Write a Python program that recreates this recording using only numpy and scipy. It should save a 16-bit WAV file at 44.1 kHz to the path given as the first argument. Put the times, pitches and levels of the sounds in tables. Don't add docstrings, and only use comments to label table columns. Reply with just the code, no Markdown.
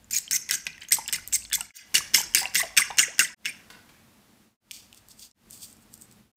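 import sys
import numpy as np
from scipy import signal
from scipy.fft import rfft, irfft, next_fast_len
from scipy.io import wavfile
from scipy.ndimage import uniform_filter1d, minimum_filter1d

SR = 44100
rng = np.random.default_rng(int(sys.argv[2]) if len(sys.argv) > 2 else 0)


def bounce(signal):
    frames = np.transpose(np.atleast_2d(signal))
    limited = np.clip(frames, -1, 1)
    pcm = np.round(limited * 32767).astype(np.int16)
    wavfile.write(sys.argv[1], SR, pcm)


def decibels_to_gain(level_db):
    exponent = np.asarray(level_db, float) / 20
    return 10 ** exponent


N = 280476


def unit(x):
    return x / np.sqrt(np.mean(x ** 2) + 1e-20)


def along(points, hz):
    f, v = np.transpose(points)
    return np.interp(np.log(hz + 1), np.log(f + 1), v)


def curves(rows, t):
    s, *cols = np.transpose(rows)
    return [np.interp(t, s, c) for c in cols]


def add(track, s, sound):
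    part = track[round(s * SR):][:len(sound)]
    part += sound[:len(part)]


def equalized(x, spectrum):
    return irfft(rfft(x) * decibels_to_gain(along(spectrum, np.fft.rfftfreq(N, 1 / SR))), N)


def coloured(x, spectrum):
    m = next_fast_len(len(x) + 8192)
    gain = decibels_to_gain(along(spectrum, np.fft.rfftfreq(m, 1 / SR)))
    return unit(irfft(rfft(x, m) * gain, m)[:len(x)])


def above(x, hz):
    return signal.sosfilt(signal.butter(6, hz, "high", fs=SR, output="sos"), x)


def patchy(x, depth_db):
    z = signal.stft(x, nperseg=128)[2]
    field = uniform_filter1d(rng.standard_normal(z.shape), 3, 0)
    field = unit(uniform_filter1d(field, 6, 1))
    gain = decibels_to_gain(depth_db * field - depth_db ** 2 / 8.7)
    return signal.istft(z * gain, nperseg=128)[1][:len(x)]


def grit(size, rate, spread_db):
    chance, sign, rarity = rng.random((3, size))
    sizes = decibels_to_gain(-spread_db * np.log(rarity + 1e-4))
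    return unit((chance < rate / SR) * np.sign(sign - .5) * sizes)


def ring(modes, scatter_db, cycles, lasting_db):
    t = np.arange(SR // 4) / SR
    hz, db = np.transpose(modes)[:, :, None]
    luck = rng.standard_normal((5, len(modes), 1))

    def wave(shift, turns):
        decay = decibels_to_gain(-60 * t * np.sqrt(hz * 4000) / turns)
        return decay * np.sin(2 * np.pi * hz * (1 + shift) * t)

    quick = decibels_to_gain(scatter_db * luck[0]) * wave(0.032 * luck[1], cycles)
    quick += 1.1 * decibels_to_gain(scatter_db * luck[2]) * wave(0.13 * luck[3], cycles / 3.1)
    quick += 0.42 * wave(0.1 * luck[4], cycles / 9)
    lasting = decibels_to_gain(lasting_db + scatter_db * luck[4]) * wave(0.0019 * luck[1], 880)
    attack = 1 - np.exp(-t / 0.00014)
    return (decibels_to_gain(db) * (quick + lasting)).sum(axis=0) * attack


# (frequency [Hz], level [dB])
BOWL_MODES = [(1540, -34.5), (1655, 22.5), (1820, -12), (2040, 18.5), (2200, 13), (2450, 19.5),
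              (2810, 22.5), (3080, -9), (3350, 21)]
TINE_MODES = [(3800, -17), (4200, -7), (4720, 4), (5400, 11.5), (5630, 7.5), (6050, -18.5), (6300, 14),
              (6800, 0.5), (7150, 5.5)]
TIP_MODES = [(7700, 8), (8100, -14), (8470, 9), (8680, -18), (9400, -5), (10100, 0), (10900, 0.5),
             (12000, 3.5), (12800, 3.5), (13700, -0.5), (14600, -2.5), (15500, -0.5), (16600, -15)]


def strike(track, row, cycles, lasting_db):
    for modes, db in zip((BOWL_MODES, TINE_MODES, TIP_MODES), row[1:]):
        sound = ring(modes, 3, cycles, lasting_db)
        add(track, row[0], decibels_to_gain(db) * sound / np.std(sound[:SR // 330]))


CUTS = [
    1.717,
    3.35,
    4.58,
    5.33,
]
# (rumble [dB], hum [dB], hiss [dB])
SHOT_AIR = [
    (-70.5, -65.5, -65),
    (-68, -64, -59),
    (-71.5, -60.5, -60),
    (-64, -62, -59.5),
    (-63, -57.5, -58.5),
]
# (time [s], effort [dB])
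EFFORT = [(0, 4), (1.12, 2), (1.18, 12), (1.7, -2), (1.74, -33), (1.9, 4.5), (1.96, 8), (3.2, -4), (3.5, 4),
          (4.5, -5)]
# (frequency [Hz], density [dB per Hz])
RUMBLE = [(12, -38.5), (20, -19.5), (48, -1), (81, -6.5), (100, 0), (130, -33.5), (220, -120)]
HUM = [(41, -35), (70, -11.5), (123, -3.5), (157, -9.5), (225, 0.5), (259, -9.5), (298, -7), (366, -13.5),
       (500, -16.5), (650, -45.5), (1100, -120)]
HISS = [(240, -34), (400, -16.5), (588, -4.5), (1870, -9), (16000, -17.5)]


def air():
    t = np.arange(N) / SR
    growth = (1.2, .4, .6)
    levels = np.transpose(SHOT_AIR)[:, np.searchsorted(CUTS, t)]
    levels = levels + np.outer(growth, curves(EFFORT, t)[0])
    layers = zip(levels, (RUMBLE, HUM, HISS))
    return sum(decibels_to_gain(db) * coloured(rng.standard_normal(N), spectrum) for db, spectrum in layers)


# (frequency [Hz], t60 [s])
KITCHEN_T60 = [(300, 0.879), (1500, 0.54), (6000, 0.4464), (10500, 0.3), (15000, 0.13)]
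# (frequency [Hz], level [dB])
WASH = [(1200, 2.5), (2200, 4), (3700, -2), (5600, 3), (7300, 0), (8500, 0), (11000, 3.5), (15000, 4)]


def kitchen(x):
    out = np.zeros(N)
    cuts = [round(s * SR) for s in CUTS] + [N]
    edges = sorted({*range(0, N, SR // 11), *cuts})
    for start, stop in zip(edges, edges[1:]):
        hz, t, z = signal.stft(rng.standard_normal(SR // 2), SR, nperseg=256)
        decay = decibels_to_gain(-60 * t / along(KITCHEN_T60, hz)[:, None])
        tail = signal.istft(z * decay, SR, nperseg=256)[1]
        answer = signal.fftconvolve(x[start:stop], tail / np.linalg.norm(tail))
        shot_end = min(cut for cut in cuts if cut >= stop)
        add(out, start / SR + 0.002, answer[:shot_end - start])
    return equalized(out, WASH)


# (time [s], level [dB])
KNOCKS = [
    (3.7018, -39),
    (3.8913, -48.5),
]


def knocks():
    out, t = np.zeros(N), np.arange(SR // 50) / SR
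    spectrum = [(300, -14), (1300, -4), (3000, -5), (14000, -21)]  # Hz, dB per Hz
    for s, db in KNOCKS:
        puff = coloured(rng.standard_normal(len(t)), spectrum)
        add(out, s, decibels_to_gain(db - 1.0 - 60 * t / 0.045) * puff)
    return out


# (time [s], pitch [Hz], rms level [dB])
ROCKING = [(1.0, 55.9, -71), (1.61, 55.8, -56.5), (1.76, 56.3, -85), (1.94, 53, -64.5), (2.3, 53.4, -63),
           (2.4, 50.67, -66), (2.56, 57.9, -64.5), (3.25, 56.9, -71), (3.4, 54.7, -95.5)]


def rocking():
    t = np.arange(N) / SR
    hz, db = curves(ROCKING, t)
    sway_db = 3 * np.interp(t, np.arange(100) / 14, rng.standard_normal(100))
    note = np.sin(2 * np.pi * np.cumsum(hz) / SR + sway_db / 2)
    return decibels_to_gain(db + 2.0 + sway_db) * (t > ROCKING[0][0]) * note


# (frequency [Hz], level [dB], t60 [s], growth [dB per dB of blow])
BOARD_MODES = [(157, -44.5, 0.36, 0.2), (263, -30.5, 0.059, 1.5), (362, -29.5, 0.15, 1.4)]


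def thuds():
    out, t = np.zeros(N), np.arange(SR // 6) / SR
    push_s = .0012
    for s, blow_db, *_ in STROKES:
        sound = decibels_to_gain(-19 + 1.6 * blow_db) * (1 - t / push_s) * np.exp(-t / push_s) * (1 - np.exp(-t / 0.0006))
        for hz, db, t60, grows in BOARD_MODES:
            luck = rng.standard_normal()
            level = decibels_to_gain(db + grows * blow_db + 2 * luck - 60 * t / t60)
            tone = np.sin(2 * np.pi * hz * (1 + luck / 30) * t)
            sound += level * tone * (1 - np.exp(-t / t60 * 20))
        add(out, s, sound)
    return out


# (time [s], peak level [dB], low share [dB], high share [dB])
TICKS = [(4.711, -15, -9, -19), (4.7157, -17, -31.5, -13), (4.9282, -31, -10, -15), (4.946, -37, -14.5, -9),
         (4.9746, -37, -17.5, -16), (5.086, -37, -31.5, -6.5), (5.1162, -30, -28, -17),
         (5.1946, -25.5, -26, -29), (5.3131, -28, -31.5, -38), (5.5086, -35, -17, -0.5),
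         (5.94, -32, -17.5, -3.5), (6.0137, -41, -19, -0.5), (6.021, -42, -37, 3.5),
         (6.113, -34.5, -18.5, -14), (5.502, -42, -20, -5), (5.576, -38, -14.5, -8), (5.728, -43, -22, -1),
         (5.768, -48, -25, -5), (5.954, -46, -28, -2), (5.977, -47, -28, -1), (6.125, -46.5, -28, -3)]
# (crest time [s], fall [s], flow level [dB], brightness [dB])
POUR = [(4.738, 0.054, -47, -2.5), (4.976, 0.013, -55, 0), (5.109, 0.0184, -52.5, -1),
        (5.198, 0.0125, -54.5, 3), (5.226, 0.013, -47.5, -2), (5.25, 0.028, -50.5, -2),
        (5.529, 0.053, -47.5, 1.5), (5.632, 0.021, -41, 1), (5.7, 0.027, -56.5, 3),
        (5.825, 0.01, -68.5, 13), (5.94, 0.014, -53.5, 3.5), (6.021, 0.017, -54, 6), (6.12, 0.0303, -67, 0)]
# (frequency [Hz], density [dB per Hz])
CRYSTAL_LOW = [(1400, -21), (2400, -3.5), (3100, -7.5), (3450, -1), (4000, -6.5), (4650, 4), (5100, -1.5),
               (6800, -1.5), (9000, -11.5)]
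CRYSTAL_HIGH = [(3530, -45.5), (6000, -7), (8330, 6.5), (10400, -9), (12700, -2.5), (14900, -7),
                (16000, -8)]


def sugar():
    out, t = np.zeros(N), np.arange(N) / SR
    rise_s = 0.013
    for s, db, low_db, high_db in TICKS:
        row = (s, db + low_db + 0.5, db - 18.5, db + high_db - 3.0)
        strike(out, row, cycles=33.0, lasting_db=-60)
    for tilt, spectrum in ((-1.47, CRYSTAL_LOW), (0.78, CRYSTAL_HIGH)):
        flow = np.zeros(N)
        for s, fall_s, db, bright_db in POUR:
            swell = np.exp(-np.abs(t - s) / np.where(t < s, rise_s, fall_s))
            flow += decibels_to_gain(db + tilt * bright_db) * swell
        out += flow * coloured(grit(N, rate=4000, spread_db=2.2), spectrum)
    return above(out, 2750)


# (time [s], peak level [dB], pitch [Hz])
DROPS = [(0.0442, -40.5, 7040), (1.706, -37.5, 2200), (0.279, -28, 3097), (.73, -38.5, 4200),
         (.749, -41.5, 2700), (0.78, -40.5, 1870), (.808, -37, 7400), (0.819, -31.5, 4680),
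         (.838, -36, 8350), (0.8498, -36.5, 3040), (.969, -27, 4130), (1.061, -34.5, 2737),
         (1.089, -25, 2960), (1.112, -31, 5220), (1.422, -39, 2680), (1.4327, -36, 4600),
         (1.441, -34, 8260), (1.4505, -30, 4284), (1.457, -38, 3410), (1.5136, -33, 1730),
         (1.5225, -23, 3530), (2.313, -35.5, 8030), (2.339, -32.5, 3080), (2.4556, -16, 2700),
         (0.655, -33, 11500), (2.473, -30.5, 4120), (2.633, -27.5, 2900), (3.276, -31.5, 3590),
         (1.161, -27, 2400), (1.5136, -34, 2830), (2.635, -35, 3800), (3.248, -24, 3030),
         (3.497, -43, 5270), (1.6104, -24, 2810), (1.608, -13, 8140), (1.185, -36.5, 1440)]


def drops():
    out, t = np.zeros(N), np.arange(SR // 30) / SR
    for s, db, hz in DROPS:
        note = np.sin(2 * np.pi * hz * t * (1 + 2 * t))
        note *= np.exp(-t * hz / 6) * (1 - np.exp(-t / 0.00018))
        click = .12 * decibels_to_gain(-60 * t / 0.003) * rng.standard_normal(len(t))
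        add(out, s, decibels_to_gain(db + 3.0) * (note + click))
    return out


def slosh():
    out, t = np.zeros(N), np.arange(SR // 40) / SR
    for when, pitch, size in rng.random((200, 3)):
        hz = 1900 * 4 ** pitch
        db = -5 * np.log(size + 1e-2) - 53.5
        note = np.sin(2 * np.pi * hz * t * (1 + 5 * t))
        envelope = np.exp(-t * hz / 3.9) * (1 - np.exp(-t / 0.00027))
        add(out, .6 + 2.7 * when, decibels_to_gain(db) * note * envelope)
    return out


# (time [s], peak level [dB], pitch [Hz], t60 [s], glide [share of pitch per half second])
GULPS = [(0.969, -37, 1144, 0.0223, 0), (0.985, -24.5, 845.6, 0.043, 3), (3.1, -50.5, 626, 0.25, 8),
         (1.583, -40.5, 942, 0.053, -5), (1.605, -40, 870.3, 0.064, -4.5), (2.006, -26.5, 1055, 0.019, 8),
         (2.182, -25.5, 928.4, 0.028, 1), (2.204, -29, 820, 0.035, 4), (2.416, -32, 800, 0.09, -0.2),
         (2.428, -34.5, 927, 0.15, 1.5), (2.454, -33.5, 745, 0.081, 1), (2.601, -26.5, 1049, 0.04, 5),
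         (2.63, -30, 660, 0.12, 0.1), (2.795, -25, 1127, 0.0505, 3.5), (2.903, -28, 846.6, 0.071, 2.5),
         (3.081, -38, 506.3, 0.052, 8.5), (2.23, -34.5, 1418, 0.036, 2.5), (3.3, -45.5, 993.3, 0.053, -1),
         (1.576, -44.5, 1000, 0.036, -5.5), (1.607, -37, 1410, 0.063, -1.5),
         (2.906, -38.5, 1116, 0.054, 6.5), (2.64, -40, 999, 0.056, 2), (2.857, -44, 1145, 0.089, -3),
         (2.925, -47, 898, 0.18, -1), (3.335, -38.5, 1699, 0.0476, 4)]


def gulps():
    out, t = np.zeros(N), np.arange(SR // 8) / SR
    for s, db, hz, t60, glide in GULPS:
        tremble = .8 * unit(uniform_filter1d(rng.standard_normal(len(t)), SR // 150))
        tone = np.sin(2 * np.pi * hz * (t + glide * t * t) + tremble)
        tone *= decibels_to_gain(-60 * t / t60) * (1 - np.exp(-t / 0.00086))
        smack = .08 * decibels_to_gain(-60 * t / 0.016) * rng.standard_normal(len(t))
        add(out, s, decibels_to_gain(db + 3.0) * (tone + smack))
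    return out


# (time
# [s], pitch [Hz], level [dB], half length [s], glide [share of pitch per s])
SQUEAKS = [(0.1339, 7030, -22.5, 0.0034, 9), (0.1659, 6680, -19.5, 0.0067, -2.5),
           (0.322, 5440, -25.5, 0.0038, 0.23), (0.3505, 7390, -28, 0.0063, -1),
           (0.3624, 6150, -20, 0.0018, 6), (0.5116, 5313, -20.5, 0.0015, 1.57),
           (0.892, 6600, -39, 0.006, 6.5), (0.5318, 10890, -28.5, 0.0023, -1.4),
           (0.9301, 8396, -10, 0.0019, -1), (0.9441, 8360, -19.5, 0.003, 3), (1.1357, 7364, -26, 0.0039, 6),
           (1.1364, 8520, -27.5, 0.00765, 0.73), (1.1432, 5513, -29.5, 0.00266, 0),
           (1.3355, 8520.0, -27, 0.0037, -0.5), (1.3449, 6322, -23.5, 0.0058, -4),
           (1.3487, 5370.0, -27.5, 0.0024, 2), (3.496, 8750, -39, 0.0062, 3),
           (1.5442, 6353, -25, 0.0024, -8), (1.9508, 8170, -25, 0.0022, 7.5),
           (1.9536, 4500, -18, 0.0032, 0.5), (1.9842, 6080, -33.5, 0.004, 7),
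           (2.3502, 6646, -14.5, 0.0012, 2.5), (2.3591, 8380, -23, 0.0013, -3),
           (2.3694, 8720, -21.5, 0.0032, -1.8), (2.3841, 9440, -26, 0.0045, -2),
           (2.5836, 8153, -22.5, 0.0062, -1), (2.5954, 6110, -31, 0.0048, -4.5),
           (2.7762, 8170, -15, 0.0033, -5), (2.7842, 6174, -16, 0.0028, -3),
           (2.7842, 8390.0, -17, 0.002, 8.5), (2.8076, 8600, -22, 0.0045, -2),
           (2.9867, 4170, -17.5, 0.0015, -1.5), (2.9942, 5680.0, -18.5, 0.0026, 2),
           (2.9989, 8440, -23, 0.0096, 2.9), (2.9999, 6940, -14.5, 0.0028, 0),
           (3.1947, 5410.0, -15.5, 0.0012, 4), (3.1952, 6580, -14.5, 0.0015, 7.5),
           (3.2322, 8258, -23, 0.0072, 1.4),
           (0.1389, 2420.0, -35.5, 0.0064, -2.5), (0.1567, 2392, -33, 0.0062, -2.5),
          (0.3467, 2034, -32.5, 0.0101, 3), (0.4976, 2016, -28, 0.00192, 5),
          (0.9217, 2117, -25.5, 0.00717, 19), (1.148, 2071, -30.5, 0.004, 2), (3.497, 2400, -35, 0.008, -3),
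          (1.5422, 3433, -25, 0.0047, 2.5), (1.5585, 2048, -33, 0.0031, 0.5),
          (1.9564, 2853, -15.5, 0.0036, -4), (1.353, 2150, -35.5, 0.0088, -3),
          (2.1519, 2858, -23, 0.0032, 2.5), (2.1522, 2088, -21, 0.0055, 1.5),
          (2.1761, 2104, -27.5, 0.003, 25.3), (2.1984, 3077, -32, 0.0037, -1.2),
          (2.3532, 2783, -21.5, 0.0029, -4.5), (2.3603, 2238, -24, 0.0032, 2.5),
          (2.3751, 1715, -26.5, 0.0016, 6), (2.438, 2026, -34.5, 0.0072, 4),
          (2.5581, 2748, -20.5, 0.0036, 7.5), (2.5613, 2073, -22.5, 0.00545, 12.5),
          (2.5924, 1943, -28.5, 0.0107, -6), (2.6144, 2000, -22.5, 0.00575, 3.5),
          (2.7777, 2500, -18.5, 0.0073, -6.5), (2.7781, 3633, -23, 0.00244, -5.5),
          (2.7822, 1640, -18.5, 0.0052, -0.5), (2.8219, 2059, -19, 0.00446, -4),
          (2.9947, 2896, -19.5, 0.0041, 9), (3.0102, 1687, -23.5, 0.00228, -16),
          (3.0342, 2088, -20.5, 0.0051, -12.5), (3.094, 1880.0, -35, 0.00166, -3.5),
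          (3.1986, 2781, -15, 0.00425, -1.5), (3.208, 2093, -24.5, 0.0032, 7.5),
          (3.2142, 1527, -22, 0.00624, -8.5), (3.2507, 2004, -27.5, 0.00513, -5),
          (3.4609, 2767, -22, 0.0026, -17), (3.4716, 2182, -31.5, 0.0157, 1.5)]


def squeaks():
    out, t = np.zeros(N), np.arange(-SR // 30, SR // 30) / SR
    for s, hz, db, half_s, glide in SQUEAKS:
        phase = 2 * np.pi * rng.random()
        flutter = decibels_to_gain(5.4 * np.sin(2 * np.pi * 170 * t + phase))
        width = np.abs(half_s) * np.where(t < 0, 1.05, 1.4) + 1e-4
        swell = np.exp(-(t / width) ** 2)
        tone = np.sin(2 * np.pi * hz * (t + glide * t * t / 2))
        add(out, s + t[0], decibels_to_gain(db + 0.76) * swell * flutter * tone)
    return out


def groups(db, bright_db):
    return db - 1.5 - bright_db, db, db - 2 + bright_db


# (time [s], blow level [dB], brightness [dB], lead-in tick level [dB], rebound level [dB])
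STROKES = [(0.11, -31.5, 3, -55, -59.5), (0.3109, -22, 3, -70, -31), (0.5104, -18, 1.5, -35.5, -46.5),
           (0.6675, -28, -8, -67, -104), (0.922, -12, 6, -50, -41.5), (1.1266, -27, 7, -58, -29),
           (1.5376, -23, 1.5, -58.5, -40), (1.953, -16, 2, -24, -27), (2.1461, -11, 0, -33, -37),
           (2.3484, -10.5, 2.5, -40.5, -23), (2.5544, -16, -1.5, -35.5, -36.5),
           (2.775, -10, -3, -59.5, -15), (2.9855, -15.5, -2.5, -42.5, -13.5),
           (3.1928, -11.5, 0, -35.5, -27.5), (3.4561, -24, -4, -52, -31)]
# (time [s], level [dB], brightness [dB])
TOUCHES = [(2.7672, -22.5, -4), (0.1492, -29, 5.5), (0.491, -30.5, -0.5), (.886, -40, 0.5), (0.9088, -37, 3.5),
           (0.93, -25, 5.5), (1.079, -39, 15.5), (1.276, -48.5, 21), (1.327, -33.5, -4), (0.543, -27.5, 2.5),
           (1.5248, -40, -11), (1.5288, -30.5, -10.5), (1.531, -24.5, 7), (1.9449, -26.5, 2.5),
           (2.5467, -28.5, 5.5), (2.6068, -33, -8.5), (3.201, -22, 0), (3.2064, -24, -0.5), (1.5561, -34, 11),
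           (1.609, -33.5, 4), (1.9691, -26, -6.5), (1.981, -24.5, -0.5), (2.2156, -32.5, 7.5),
           (2.4306, -29, -1.5), (2.8068, -34, 5.5), (2.9726, -33.5, 1.5),
           (1.668, -56, 2), (0.655, -52, -4), (0.7795, -49, -6.5), (0.833, -45, -6), (1.0978, -44, 5),
          (1.285, -47, 9), (1.4515, -49, -4), (1.5006, -43.5, -1), (3.451, -38, -6), (2.539, -38, -3),
          (2.909, -43.5, -13.5)]


def contacts():
    lead_s, rebound_s = 0.01, .0068
    touches = TOUCHES
    for s, db, bright_db, lead_db, rebound_db in STROKES:
        touches.append((s - lead_s, lead_db, bright_db - 3))
        touches.append((s, db, bright_db))
        touches.append((s + rebound_s, rebound_db, bright_db))
    return [(s, *groups(db, bright_db)) for s, db, bright_db in touches]


# (time [s], bowl level [dB], tines level [dB], tips level [dB])
EARLIER_BLOW = [
    (1.72, -22, -22, -27),
]
RIM_TAP = [
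    (3.4562, -30, -33, -37),
]


def blows():
    out = np.zeros(N)
    for row in contacts():
        strike(out, row, cycles=44, lasting_db=-49)
    strike(out, EARLIER_BLOW[0], cycles=160, lasting_db=-31)
    strike(out, RIM_TAP[0], cycles=160, lasting_db=-18)
    return out


# (start time [s], length [s], pressure level [dB], change over the stroke [dB], brightness [dB])
SCRAPES = [(0.106, 0.0324, -34.5, -1, 5.5), (0.128, 0.067, -28, 2.5, 7.5), (0.308, 0.066, -25, 5, 5.5),
           (0.487, 0.021, -31.5, 0, -2), (0.507, 0.055, -25, 0.5, 1.5), (0.667, 0.018, -36, -22, -9.5),
           (0.81, 0.048, -49.5, -10, -8), (0.916, 0.043, -23, -4.5, 5), (1.08, 0.0218, -33, 3, -4),
           (1.124, 0.047, -27.5, -2, 0.5), (1.3234, 0.046, -26.5, 0.5, 10.5), (1.534, 0.029, -24, 4, 9.5),
           (1.749, 0.032, -41, 3, 7), (1.942, 0.057, -21.5, -11.5, -0.5), (2.139, .083, -22, -19.5, 2),
           (2.351, 0.0747, -24, -6.5, -0.5), (2.546, 0.079, -23, -7, 2.5), (2.769, 0.064, -24, -16.5, -0.5),
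           (2.979, 0.068, -21.5, -8.5, 0), (3.191, 0.0673, -24.5, -17.5, 0.5), (3.456, 0.052, -36, -4, -3)]


def scrapes():
    push, scraping = np.zeros((2, N))
    for s, length, db, change_db, bright_db in SCRAPES:
        t = np.arange(0, length, 1 / SR)
        progress = t / length - .5
        levels = groups(db + change_db * progress, bright_db + 6 * progress)
        add(push, s, decibels_to_gain(levels[0]))
        lift = np.clip(np.minimum((length - t) / 0.011, t / 0.0052), 0, 1)
        for modes, level, cycles in zip((BOWL_MODES, TINE_MODES, TIP_MODES), levels, (32, 27, 17)):
            hops = decibels_to_gain(2.2 * unit(uniform_filter1d(rng.standard_normal(len(t)), SR // 400)))
            chatter = unit(hops * grit(len(t), rate=5000, spread_db=1.8))
            sound = ring(modes, 3, cycles, -50)
            drive = chatter * lift * decibels_to_gain(level - 5.0)
            add(scraping, s, signal.fftconvolve(drive, sound / np.linalg.norm(sound)))
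    return scraping, push


# (frequency [Hz], density [dB per Hz])
SPLASH = [(60, -39.5), (150, 0), (350, -2.5), (600, -12.5), (1100, -3.5), (1600, -27)]


def fork():
    scraping, push = scrapes()
    shove = decibels_to_gain(-24.5) * uniform_filter1d(push, SR // 60) * coloured(rng.standard_normal(N), SPLASH)
    return above(blows() + patchy(scraping, depth_db=4), 1697) + shove


def scene():
    beating, sprinkle, far, song = fork(), sugar(), knocks(), squeaks()
    wet = gulps() + slosh() + drops()
    sent = decibels_to_gain(-14.0) * beating + decibels_to_gain(-19) * wet + decibels_to_gain(-22) * song
    sent += decibels_to_gain(-13.5) * sprinkle + decibels_to_gain(-0.5) * far
    room = patchy(kitchen(sent), depth_db=2.5)
    return (beating + song + wet + thuds() + rocking() + sprinkle + far + room + air())[None]


# (sound stops [s], fade-out [s], gain reached [0-1], gap [s], fade-in [s])
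FADES = [
    (1.716, .055, .5, .021, .055),
    (3.344, .084, .5, .018, .118),
    (4.57, .138, .01, .033, .147),
    (5.318, .098, .3, .027, .135),
    (6.315, .125, .12, .1, .1),
]


def fades():
    points, gap_gain = [], .002
    for s, fade_out, gain, gap, fade_in in FADES:
        points += [(s - fade_out, 1), (s, gain), (s + 1 / 500, gap_gain)]
        points += [(s + gap, gap_gain), (s + gap + fade_in, 1)]
    return curves(points, np.arange(N) / SR)[0]


def low_pass(x):
    return signal.sosfilt(signal.butter(12, 17140, fs=SR, output="sos"), x)


def record(dry):
    x = equalized(dry * fades(), [(15500, -0.5), (15900, -24.0), (17000, -27.5), (17300, -120)])
    needed = minimum_filter1d(.98 / np.maximum(np.abs(x), .98), 89)
    mix = x * uniform_filter1d(needed, 45)
    return low_pass(mix)


dry = scene()
out = record(dry)
bounce(out)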